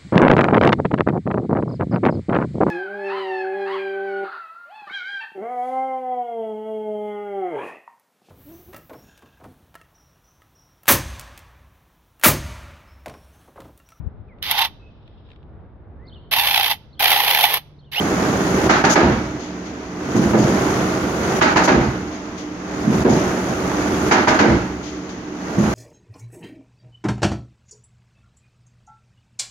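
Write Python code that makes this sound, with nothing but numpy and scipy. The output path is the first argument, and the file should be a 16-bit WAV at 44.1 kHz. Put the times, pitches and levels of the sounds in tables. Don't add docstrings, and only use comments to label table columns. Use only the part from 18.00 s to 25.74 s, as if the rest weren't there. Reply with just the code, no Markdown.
import sys
import numpy as np
from scipy import signal
from scipy.fft import rfft, irfft, next_fast_len
from scipy.io import wavfile
from scipy.ndimage import uniform_filter1d, minimum_filter1d, map_coordinates

SR = 44100
rng = np.random.default_rng(int(sys.argv[2]) if len(sys.argv) > 2 else 0)


def put_to_file(sound):
    columns = np.atleast_2d(sound).T
    safe = np.clip(columns, -1, 1)
    whole_steps = np.round(safe * 32767)
    wavfile.write(sys.argv[1], SR, whole_steps.astype(np.int16))


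N = 341334

STROKES = [(.692, .838, .894, 2.145), (3.411, 3.558, 3.633, 4.859), (6.11, 6.271, 6.34, 7.568)]


def clanks():
    # cue, delay in seconds, relative level in dB, tilt in dB per octave,
    # t60 of the tail in seconds, relative level of the rebound in dB.
    blows = [("clutch", 0, -4.5, -0.8, .53, -12), ("clamp", 0, -7, -1.57, 0.59, -12.5),
             ("clamp", .117, -9, -0.6, 0.71, -29), ("return", .187, -17, -2.8, 0.92, -46)]
    track, t = np.zeros((2, N)), np.arange(SR * 2 // 3) / SR
    attack = 1 - np.exp(-t / 0.0032)
    for _, start, db, tilt_db, t60, rebound_db in every_stroke(blows):
        envelope = 0.69 * decay(t, 0.11) + decay(t, t60)
        body = envelope * noise(steel_colour(tilt_db), size=len(t))
        ring = amp(-5) * decay(t, 0.38) * steel_ring(t)
        add(track, start, amp(db - 1.5) * attack * (body + ring))
        snap = (1 - np.exp(-t / 0.0028)) * decay(t, 0.14)
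        rebound = snap * noise(steel_colour(tilt_db=3.5), size=len(t))
        add(track, start + .009, amp(rebound_db + 3.5) * rebound)
    return track


def steel_colour(tilt_db):
    # resonance in Hz, width in Hz, relative level in dB.
    steel_modes = [(216, 102, 0.5), (324, 82, 4.5), (494, 26, -4), (624, 63, 0), (782, 36, 3),
                   (897, 98, 2.5), (963, 45, -3), (1290, 240, -0.5), (1480, 60, -1.5), (1670, 180, -3),
                   (2070, 540, -7), (2820, 850, -14.5), (3850, 130, -16), (4400, 1360, -16.5),
                   (6000, 6100, -22.5)]
    return lambda hz: resonant(steel_modes, tilt_db)(hz) / (1 + (hz / 9200) ** 4)


def steel_ring(t):
    # pitch in Hz, relative level in dB.
    partials = [(640, 0), (766, 2), (842, -2), (905, 0.5), (985, -2), (1200, -3.5), (1480, -6.5), (1660, 1),
                (1730, -4.5), (2130, -15), (2631, -25), (3814, -20)]
    hz, db = np.transpose(partials)[:, :, None, None]
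    strength = amp(db + 2 * rng.standard_normal((len(partials), 2, 1)))
    phase = 2 * np.pi * (hz * t + rng.random((len(partials), 2, 1)))
    return unit(np.sum(strength * np.sin(phase), 0))


def thuds():
    # cue, delay in seconds, relative level in dB, centre in Hz, rise and t60 in seconds.
    jolts = [("clamp", .13, -5, 360, 0.019, 0.35), ("clamp", .18, -4.5, 238, .025, 0.41),
             ("clamp", .2, -15.5, 72, 0.014, 0.79), ("return", 0, -6, 170, 0.017, 0.44),
             ("return", .055, -20, 74, 0.038, 0.98), ("return", .186, -4.5, 296, 0.0078, 0.51),
             ("return", .24, -8.5, 130, 0.0087, 0.39)]
    # resonance in Hz, width in Hz, relative level in dB.
    frame_modes = [(69.7, 12, -0.5), (133.4, 28, -1.5), (181, 17, -6), (215, 7, 5.5), (248.5, 17, -1.5),
                   (295, 18, -3), (341, 11, 1.5), (355, 23, -6.5), (476, 40, -10), (600, 190, -10),
                   (840, 700, -8.5)]
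    track, t = np.zeros((2, N)), np.arange(SR * 3 // 4) / SR
    frame = resonant(frame_modes, tilt_db=2.5)
    for _, start, db, centre_hz, rise, t60 in every_stroke(jolts):
        push = lambda hz: amp(-7 * np.log2((hz + 1) / centre_hz) ** 2) + amp(-28)
        envelope = (1 - np.exp(-t / rise)) * decay(t, t60)
        boom = envelope * noise(lambda hz: frame(hz) * push(hz), size=len(t))
        add(track, start, amp(db + 0.5) * unit(boom) * np.sqrt(np.mean(envelope ** 2)))
    return track


def slides():
    # cue, delay in seconds, relative level in dB for each stroke,
    # tilt in dB per octave, longest rub and t60 in seconds.
    rubs = [("slip", 0, (-20, -24, -32), -2, 0.043, .097), ("clamp", .555, (-40.5, -43, -39),
            -10.5, .06, 0.6), ("clamp", .815, (-42, -36.5, -40), -10, .02, 0.26),
            ("return", .012, (-33, -40, -36), 2, .018, 0.41), ("return", .232, (-26.5, -27, -24),
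            -3.5, 0.011, 0.57)]
    # resonance in Hz, width in Hz, relative level in dB.
    scrape_modes = [(3270, 170, 1), (5450, 4000, 4.5), (6520, 280, 7), (10300, 5000, -2.5)]
    track, t = np.zeros((2, N)), np.arange(SR // 2) / SR
    treble_band = lambda hz: hz ** 2 / (hz ** 2 + 2200 ** 2) / (1 + (hz / 12500) ** 4)
    for stroke, start, levels_db, tilt_db, longest, t60 in every_stroke(rubs):
        db = levels_db[stroke]
        length = longest * amp(db - max(levels_db))
        envelope = (1 - np.exp(-t / 0.0044)) * decay(np.maximum(t - length, 0), t60)
        colour = lambda hz: resonant(scrape_modes, tilt_db)(hz) * treble_band(hz)
        add(track, start, amp(db - 1.5) * envelope * noise(colour, size=len(t)))
    return track


def gears():
    # frequency in Hz, relative level in dB.
    rattle_spectrum = [(150, -17.5), (400, 2.5), (600, -1.5), (800, -1), (1050, -4.5), (1450, -6),
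                       (2000, -11.5), (3000, -18.5), (4500, -19.5), (8000, -23), (16000, -66)]
    rumble_spectrum = [(20, -32), (45, -24), (66, -2.5), (100, -6.5), (130, -2.5), (158, -5), (190, 1),
                       (260, -1.5), (330, 1), (430, -11), (700, -15), (2000, -68)]
    hiss_spectrum = [(1000, -23), (3000, 5.5), (4500, -4.5), (6500, -0.5), (10000, 3.5), (13000, -4),
                     (16000, -2.5)]
    # pitch in Hz, relative level in dB.
    whine_lines = [(133, -11), (186, -3.5), (302.3, -5), (378.5, -3.5), (639, -13.5), (766, -21),
                   (1173, -16.5), (1398, -18)]
    knocks = (rng.random(N) < 260 / SR) * rng.uniform(0.25, 1, N)
    chatter = unit(signal.lfilter([1], [1, -np.exp(-1 / (0.0021 * SR))], knocks))
    teeth = diffuse(rng.standard_normal((2, N)) * (1 + 0.21 * chatter), shape(rattle_spectrum))
    rattle = amp(2.5 + 1.1 * wobble(7.3)) * teeth
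    whine = amp(-1.5) * tones(whine_lines, drift=0.84, waver_db=2.5)
    load, level_db = gear_effort()
    meshing = amp(level_db - 28.5 - 14 * load) * (rattle + whine)
    rumble = amp(level_db - 24 - 13.5 * load) * noise(shape(rumble_spectrum))
    hiss = amp(1.3 * level_db - 39 - 20 * load) * noise(shape(hiss_spectrum))
    return meshing + rumble + hiss


def gear_effort():
    # time in seconds, level shift in dB.
    slack = [(.45, 2), (1.2, -0.5), (2.3, 1.5), (2.7, 3), (3, -0.5), (4.9, 1), (5.5, -0.5)]
    t = np.arange(N) / SR
    load, level_db = np.zeros(N), np.interp(t, *np.transpose(slack))
    for clutch, clamp, _, back in STROKES:
        taken_up = ramp(t - clamp - .14, length=.5)
        carrying = ramp(back + 0.089 - t, length=0.34)
        load += taken_up * carrying
        swell_db = 5 * np.exp(-np.abs(t - clutch) / 0.13)
        duck_db = -2.5 * (1 - taken_up)
        level_db += np.where(t < clutch, swell_db, duck_db)
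    return load, level_db


def motor():
    # frequency in Hz, relative level in dB.
    hum_lines = [(70, -53), (183, -41.5), (301.5, -37), (371.4, -46.5), (452.2, -48.5), (640.6, -55),
                 (2003, -62), (4495, -69)]
    shop_spectrum = [(20, -21), (70, -4.5), (130, -15.5), (280, 4.5), (520, -15), (900, -11.5),
                     (2000, -17.5), (3500, -22.5), (6500, -26.5), (10000, -49), (16000, -53)]
    return tones(hum_lines, drift=0.57, waver_db=1.7) + amp(-36.5) * noise(shape(shop_spectrum))


def panels(x, depth_db, spacing_hz):
    knots = rng.standard_normal((2, 4096))
    ripple = lambda hz: np.array([map_coordinates(k, [hz / spacing_hz], mode="wrap") for k in knots])
    return filtered(x, lambda hz: amp(depth_db * ripple(hz) * hz / (hz + 600)))


def diffuse(drive, gain):
    # frequency in Hz, left-right likeness from 0 to 1.
    likeness = [(60, 1), (290, 0.97), (640, 0.71), (1400, 0), (16000, 0)]
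    turn = lambda hz: np.arccos(np.clip(along(likeness, hz), -1, 1)) / 2
    mid, side = filtered(drive, lambda hz: gain(hz) * [np.cos(turn(hz)), np.sin(turn(hz))])
    return unit(np.array([mid + side, mid - side]))


def noise(gain, size=N):
    return diffuse(rng.standard_normal((2, size)), gain)


def tones(lines, drift, waver_db):
    t = np.arange(N) / SR
    chord = np.zeros(N)
    for hz, db in lines:
        waver = amp(waver_db * wobble(7))
        phase = 2 * np.pi * hz * t + drift * wobble(6)
        chord += amp(db) * unit(waver * np.sin(phase))
    return chord


def resonant(modes, tilt_db):
    def gain(hz):
        power = 0
        for centre, width, db in modes:
            peak = (hz * width) ** 2 / ((centre ** 2 - hz ** 2) ** 2 + (hz * width) ** 2)
            power += amp(db) ** 2 * peak / (1 + (hz / centre / 2) ** 2)
        return np.sqrt(power) * amp(tilt_db * np.log2(np.maximum(hz, 60)))
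    return gain


def every_stroke(table):
    cues = ("clutch", "clamp", "slip", "return")
    return [(stroke, times[cues.index(cue)] + delay, *rest)
            for stroke, times in enumerate(STROKES) for cue, delay, *rest in table]


def amp(db):
    return 10 ** (np.asarray(db) / 20)


def decay(t, t60):
    return amp(-60 * t / t60)


def ramp(t, length):
    return np.clip(t / length, 0, 1)


def unit(x):
    return x / np.sqrt(np.mean(x ** 2) + 1e-20)


def along(points, hz):
    point_hz, values = np.transpose(points)
    return np.interp(np.log(hz + 1), np.log(point_hz), values)


def shape(points):
    return lambda hz: amp(along(points, hz))


def wobble(rate):
    at = np.arange(0, N + 256, 256)
    coarse = map_coordinates(rng.standard_normal(int(N * rate / SR) + 4), [at * rate / SR])
    return np.interp(np.arange(N), at, coarse)


def filtered(x, gain):
    n = x.shape[-1]
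    padded = next_fast_len(n + SR // 10)
    return irfft(rfft(x, padded) * gain(np.fft.rfftfreq(padded, 1 / SR)), padded)[..., :n]


def add(track, start, sound):
    part = track[:, round(start * SR):][:, :sound.shape[1]]
    part += sound[:, :part.shape[1]]


def limited(x, ceiling_db, hold_s, ahead_s):
    level = np.sqrt(np.abs(uniform_filter1d(np.mean(x ** 2, 0), SR // 100)))
    needed = (1 + (level / amp(ceiling_db)) ** 4) ** -.25
    width = max(int(hold_s * SR), 2)
    held = minimum_filter1d(needed, width, origin=(width - 1) // 2)
    gain = uniform_filter1d(held, SR // 70)
    t = np.arange(N) / SR
    return x * np.interp(t + ahead_s, t, gain)


def scene():
    return motor() + panels(gears() + clanks() + thuds() + slides(), depth_db=1.5, spacing_hz=23.96)


def record(dry):
    # frequency in Hz, gain in dB.
    left_port = [(600, -0.5), (1700, 0), (3000, 2), (4000, 2), (5200, 4), (6700, 10), (7300, -1),
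                 (8000, -10.5), (9200, -15), (15500, -11)]
    right_port = [(600, 1.5), (2000, 4.5), (3000, -1), (4000, -8.5), (5300, -16.5), (7000, -16.5),
                  (9000, -6), (12000, 0.5), (13500, -7), (15500, -9)]
    ports = filtered(dry, lambda hz: amp([along(left_port, hz), along(right_port, hz)]))
    held = limited(ports, ceiling_db=-9.5, hold_s=.034, ahead_s=.016)
    rounded = held / (1 + held ** 8) ** (1 / 8)
    return filtered(rounded, lambda hz: hz < 15830)


dry = scene()
out = record(dry)
put_to_file(out)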